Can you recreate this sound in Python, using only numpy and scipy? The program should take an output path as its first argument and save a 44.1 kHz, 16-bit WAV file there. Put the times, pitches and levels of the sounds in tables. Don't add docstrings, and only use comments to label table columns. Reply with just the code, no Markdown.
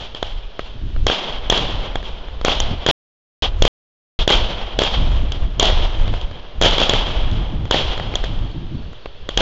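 import sys
import numpy as np
from scipy import signal
from scipy.fft import rfft, irfft
from scipy.io import wavfile
from scipy.ndimage import uniform_filter1d

SR = 44100
rng = np.random.default_rng(int(sys.argv[2]) if len(sys.argv) > 2 else 0)


def inscribe(sig):
    pcm = np.round(np.clip(np.atleast_2d(sig).T, -1, 1) * 32767)
    wavfile.write(sys.argv[1], SR, pcm.astype(np.int16))


N = 414981


def amp(db):
    return 10 ** (np.asarray(db) / 20)


def rms_one(x):
    return x / np.sqrt(np.mean(x ** 2) + 1e-30)


def peak_one(x):
    return x / np.abs(x).max(axis=1, keepdims=True)


def head_one(x):
    return x / np.sqrt(np.mean(x[..., :SR // 100] ** 2, axis=-1, keepdims=True))


def at_hz(points, hz):
    table_hz, values = np.array(points).T
    return np.interp(np.log(hz), np.log(table_hz), values)


def drift(rate_hz):
    r = np.exp(-np.pi * rate_hz * 40 / SR)
    noise = rng.standard_normal(N // 40 + 2002)
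    slow = signal.lfilter([1], [1, -2 * r, r * r], noise)[2000:]
    return np.interp(np.arange(N) / 40, np.arange(len(slow)), rms_one(slow))


def coloured(colour):
    hz = np.maximum(np.arange(N // 2 + 1) * SR / N, 1)
    bins = rfft(rng.standard_normal(N)) * amp(at_hz(colour, hz)) * (hz > colour[0][0])
    return bins / np.sqrt(np.mean(irfft(bins, N) ** 2)), hz


def dying(energy, t60_s):
    return signal.lfilter([1], [1, -amp(-120 / (t60_s * SR))], energy + 1e-18)


CAVITY_HZ, CAVITY_WIDTH_HZ = 3250, 360


def housing(x):
    r = np.exp(-np.pi * CAVITY_WIDTH_HZ / SR)
    return signal.lfilter([1, 0, -1], [1, -2 * r * np.cos(2 * np.pi * CAVITY_HZ / SR), r * r], x)


# frequency in Hz, relative level in dB per Hz.
TOWN_COLOUR = [(120, -20), (200, -16), (322, -18.5), (430, -9), (622, -14), (771, -20), (1820, -22),
               (2060, -26.5), (3260, -16), (6490, -41.5), (7800, -52.5), (10100, -68), (17200, -120)]
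TOWN_DB = -45.5


def town():
    return amp(TOWN_DB + 0.24 * drift(4.2)) * irfft(coloured(TOWN_COLOUR)[0], N)


# time in seconds, level of slow swings in dB, level of quick slaps in dB.
WIND_LEVELS = [(0.0, -34, -41), (0.26, -27, -53), (0.57, -36, -51), (0.88, -20.5, -31.5),
               (1.06, -15.5, -28), (1.18, -46, -48), (1.47, -19, -41), (1.69, -23.5, -29.5),
               (2.24, -30, -52), (2.4, -23, -50), (2.67, -16, -32.5), (2.75, -23, -33.5),
               (2.91, -22, -81.5), (3.43, -15.5, -68), (3.556, -22.5, -45), (3.64, -6.5, -54),
               (3.67, -21, -57), (4.2, -6, -56), (4.3, -40, -41.5), (4.35, -16, -37), (4.6, -28, -40),
               (4.63, -15.5, -41), (4.67, -28, -42), (5.09, -13.5, -24), (5.95, -16.5, -38.5),
               (6.0, -12.5, -27), (6.39, -31.5, -50), (6.53, -32, -39), (6.6, -17.5, -40),
               (6.78, -25.5, -33), (7.68, -19, -27), (8.23, -23, -34.5), (8.74, -23.5, -27.5),
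               (8.92, -25, -36.5), (9.03, -44, -49), (9.31, -26, -51), (9.41, -21, -42)]
# frequency in Hz, relative level in dB per Hz.
SWING_COLOUR = [(12, 9.5), (25, 5.5), (45, 2.5), (80, -8.5), (150, -25.5), (300, -62)]
# frequency in Hz, relative level in dB per Hz.
SLAP_COLOUR = [(50, 2), (100, 6.5), (200, -5.5), (350, -10.5), (700, -60.5)]


def wind():
    s, *levels = np.transpose(WIND_LEVELS)
    swing_db, slap_db = [np.interp(np.arange(N) / SR, s, level) for level in levels]
    swing_lumps = amp(2.6 * drift(19) + 2.5 * drift(8.7))
    swings = rms_one(irfft(coloured(SWING_COLOUR)[0], N) * swing_lumps)
    slaps = rms_one(irfft(coloured(SLAP_COLOUR)[0], N) * amp(5 * drift(15)))
    pressure = amp(swing_db) * swings + amp(slap_db) * slaps
    return 0.44 * np.tanh(pressure / 0.36)


# frequency in Hz, relative level in dB per Hz.
WASH_COLOUR = [(88, -21), (150, -2.5), (250, -5.5), (291, -7.5), (337, -4), (432, -3), (611, 0), (940, -3),
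               (1440, -9.5), (1820, -12), (2580, -8), (3250, 3), (3800, -6.5), (4500, -11.5), (5500, -18.5),
               (6950, -27.5), (7800, -22), (10100, -76.5), (17200, -120)]
# frequency in Hz, time to fall 60 dB in seconds.
FAR_T60 = [(200, 3.25), (600, 2.56), (1500, 2.47), (2400, 2.04), (3250, 1.73), (4300, 1.31), (5500, 1.36),
           (7000, 1.3)]
# frequency in Hz, level in dB.
NEAR_SHARE = [(200, -12), (1000, -11.5), (3200, -10), (4200, -13.5), (7000, -9)]
# start in seconds, length in seconds, level in dB.
HELD = [(3.39, .07, -19), (4.149, 0.077, -22.5)]
NEAR_T60_S, FAR_DB = 0.34, -19
WASH_LAG_S, RISE_S = .009, .007
PINGS_PER_S, PINGS_DB = 360, -18.5
HELD_PINGS_DB = 12


def wash(rows):
    energy, held = np.zeros(N), np.zeros(N)
    energy[0] = amp(-21.5) ** 2
    for s, *crack, wash_db in rows:
        energy[min(round((s + WASH_LAG_S) * SR), N - 1)] += amp(wash_db) ** 2
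    for s, length, held_db in HELD:
        held[round(s * SR):round((s + length) * SR)] = amp(held_db) ** 2

    r = np.exp(-1 / (RISE_S * SR))
    near = dying(energy, NEAR_T60_S)
    bins, hz = coloured(WASH_COLOUR)
    lumps = drift(40)
    edges = np.geomspace(150, 8000, num=19)
    out = np.zeros(N)
    for low, high in zip(edges, edges[1:]):
        band = irfft(bins * (hz >= low) * (hz < high), N)
        centre = np.sqrt(low * high)
        far = dying(energy, at_hz(FAR_T60, centre))
        power = amp(at_hz(NEAR_SHARE, centre)) ** 2 * near + amp(FAR_DB) ** 2 * far + held
        level = np.sqrt(signal.lfilter([1 - r], [1, -r], power))
        out += band * level * amp(1.66 * lumps + 0.24 * drift(8.5))

    pings = (rng.random(N) < PINGS_PER_S / SR) * rng.standard_normal(N)
    ringing = rms_one(housing(housing(pings + 1e-18)))
    ping_level = np.sqrt(near + amp(HELD_PINGS_DB) ** 2 * held)
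    return out + amp(PINGS_DB) * ping_level * ringing


# start in seconds, pressure pulse in dB,
# peak of the cavity ring in dB, crack treble in dB, loudness fed to the wash in dB,
# echo lag in seconds, echo strength in dB.
BURSTS = [(1.0659, -12.5, -1.5, -34, -8.5, 0.032, -1), (1.498, -9.5, 5.5, -18, -8, 0.025, -3.5),
          (2.4473, -11, -6, -17.5, -8.5, .0335, -1), (2.8624, -13, -2, -32.5, -6, 0.024, 6),
          (3.6205, -5, 4.5, -35.5, -10, 0.03, -1), (4.2757, -7, -1, -21, -7.5, 0.03, -4),
          (4.788, -10, 0, -27, -8, 0.029, -2), (5.5956, -16, 2.5, -13, -7, 0.029, -3),
          (6.6127, -15, -5, -23, -10.5, .0319, -1), (6.7809, -17.5, -4.5, -37, -8, .0343, 1.5),
          (6.893, -12.5, 2.5, -19, -10, .0414, -2.5), (7.7094, -12, -3, -32, -7.5, .0335, -1),
          (9.3731, -11, 4, -26, -9.5, .032, -9)]
# start in seconds, pressure pulse in dB,
# peak of the cavity ring in dB, crack treble in dB, loudness fed to the wash in dB.
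CRACKS = [(0.1469, -32.5, -18.5, -56, -23), (0.2262, -21.5, -12, -42, -21.5),
          (0.5919, -23.5, -37, -54, -24.5), (0.9617, -35, -52, -58, -37), (1.5592, -43, -15, -46, -14.5),
          (1.5749, -24, -9.5, -44.5, -25), (1.955, -21.5, -16, -39, -27.5), (2.0273, -35, -28, -61, -21),
          (2.283, -39, -35, -60, -36.5), (2.412, -31.5, -27, -56, -32.5),
          (2.601, -23.5, -3.5, -19.5, -19.5), (4.3008, -15.5, 1, -35, -8),
          (4.8346, -24.5, -4.5, -30, -24.5), (5.3192, -33.5, -13.5, -60, -25.5),
          (5.6274, -11, -1, -35, -13.5), (5.6535, -25, -3.5, -28, -13), (5.699, -22, -22, -34, -19.5),
          (6.0771, -32, -25, -56, -28), (6.1284, -40, -36, -60, -24), (6.137, -27.5, -43, -53, -30),
          (6.212, -45, -20.5, -64, -35), (6.6218, -16, -3, -26, -2.5), (6.659, 0, -4, -22, -13.5),
          (6.683, -41, -8, -34, -18.5), (6.709, -27, -9, -33, -9.5), (6.8006, -26, -6, -39, -19),
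          (7.0675, -34, -28, -47, -17), (7.3126, -41, -21, -59, -22.5), (7.976, -29, -19, -48, -32.5),
          (7.9967, -25.5, -37, -52, -40), (8.138, -28, -34, -62, -42), (8.1537, -25.5, -5, -28, -20),
          (8.2388, -26.5, -18, -60, -32), (8.2434, -35, -20, -60, -24), (8.388, -51, -27, -65, -49),
          (8.513, -48, -34, -64, -38), (8.93, -41.5, -45, -55, -40), (9.0571, -29.5, -53, -49, -49),
          (9.2888, -23.5, -11.5, -35, -24)]
# pressure pulse, peak of the cavity ring, crack treble and loudness fed to the wash, all in dB.
FAINT = (-39.5, -36.5, -64.5, -36)
FAINT_COUNT, FAINT_SPREAD_DB = 14, 6
ECHO_RING_DB, ECHO_TREBLE_DB = -8.5, -9.5
ECHO_WASH_DB = 1


def arrivals():
    s, pulse_db, ring_db, treble_db, wash_db, lag, echo_db = np.transpose(BURSTS)
    echoes = [s + lag, pulse_db + echo_db, ring_db + echo_db + ECHO_RING_DB,
              treble_db + echo_db + ECHO_TREBLE_DB, wash_db + ECHO_WASH_DB]
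    when, size = rng.random((FAINT_COUNT, 2)).T
    faint_db = np.array(FAINT) + FAINT_SPREAD_DB * (2 * size[:, None] - 1)
    faint = np.column_stack([when * (N - 1) / SR, faint_db])
    return np.vstack([np.array(BURSTS)[:, :5], np.transpose(echoes), CRACKS, faint])


BODY_HZ, TREBLE_HZ = (530, 2260), (4730, 9200)
CRACK_T60_S = 0.016
BODY_DB, BODY_TOP_DB = -3, -15.5
PULL_DB, PULL_S = -8, 0.0017


def bursts(rows):
    s, pulse_db, ring_db, treble_db, wash_db = np.transpose(rows)[:, :, None]
    t = np.arange(4096) / SR
    click = 1.0 * (t == 0)
    crack = rng.standard_normal((len(rows), 4096)) * amp(-60 * t / CRACK_T60_S) + 0.93 * click
    body = signal.sosfilt(signal.butter(2, BODY_HZ, "band", fs=SR, output="sos"), crack)
    treble = signal.sosfilt(signal.butter(2, TREBLE_HZ, "band", fs=SR, output="sos"), crack)
    push = np.sin(2 * np.pi * 640 * t * (1 - t / .014)) * np.exp(-(t / .0018) ** 2)
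    pull = t * np.exp(-t / PULL_S)
    slow_ring = peak_one(housing(housing(crack + 14.0 * click)))
    ring = peak_one(.3 * housing(crack) + slow_ring)

    sound = amp(ring_db) * ring + amp(pulse_db) * head_one(push)
    sound += amp(np.minimum(pulse_db + BODY_DB, BODY_TOP_DB)) * head_one(body)
    sound += amp(treble_db) * head_one(treble)
    sound -= amp(pulse_db + PULL_DB) * head_one(pull)

    out = np.zeros(N + 8192)
    starts = np.round((s[:, 0] + .0012) * SR).astype(int)
    for i, one in zip(starts, sound):
        out[i:i + 4096] += one
    return out[:N]


# start in seconds, level in dB.
CHIRPS = [(8.10, -57), (8.42, -53), (8.735, -52), (9.02, -53)]
CRICKET_HZ, STROKE_S = 4370, .044
PITCH_FALL_PER_S = 2.2


def cricket():
    t = np.arange(round(0.025 * SR)) / SR
    cycles = CRICKET_HZ * t * (1.035 - PITCH_FALL_PER_S / 2 * t)
    stroke = np.sin(2 * np.pi * cycles) * np.sin(np.pi * t / t[-1])
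    out = np.zeros(N)
    for s, level_db in CHIRPS:
        for k, stroke_db in enumerate([-2, 0, 0, -5]):
            i = round((s + k * STROKE_S) * SR)
            out[i:i + len(t)] += amp(level_db + stroke_db) * stroke
    return out * amp(3 * drift(90))


def scene():
    rows = arrivals()
    return (town() + wind() + wash(rows) + bursts(rows) + cricket())[None]


OVERLOAD = .53


def overload(x, knee):
    return x / (1 + np.abs(x / OVERLOAD) ** knee) ** (1 / knee)


# start in seconds, end in seconds.
DROPOUTS = [(2.912, 3.4225), (3.679, 4.190)]


def running():
    t = np.arange(N) / SR
    return ~np.any([(t >= a) & (t < b) for a, b in DROPOUTS], axis=0)


STREAM_RATE = 16000
EDGE_HZ, CUTOFF_HZ = 13000, 16650
KNEE, OFFSET = 12, .018


def record(dry):
    edge = signal.cheby2(10, 50, EDGE_HZ + 500, fs=SR, output="sos")
    x = signal.sosfilt(edge, dry) + OFFSET
    step = np.gcd(STREAM_RATE, SR)
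    up, down = STREAM_RATE // step, SR // step
    slow = overload(signal.resample_poly(x, up, down, axis=1), KNEE)
    stream = signal.resample_poly(slow, down, up, axis=1, window=("kaiser", 9))[:, :N]
    stream = signal.sosfiltfilt(signal.cheby2(8, 35, 8500, fs=SR, output="sos"), stream)

    distortion = overload(x, 1.7) - x
    splash = signal.sosfilt(signal.butter(3, 13000, "high", fs=SR, output="sos"), distortion)
    splash = signal.sosfilt(signal.butter(8, 9300, "high", fs=SR, output="sos"), splash)

    gate = uniform_filter1d(running() * 1., size=6)
    out = (stream + amp(-15) * splash) * gate
    return signal.sosfilt(signal.cheby2(12, 70, CUTOFF_HZ, fs=SR, output="sos"), out)


dry = scene()
out = record(dry)
inscribe(out)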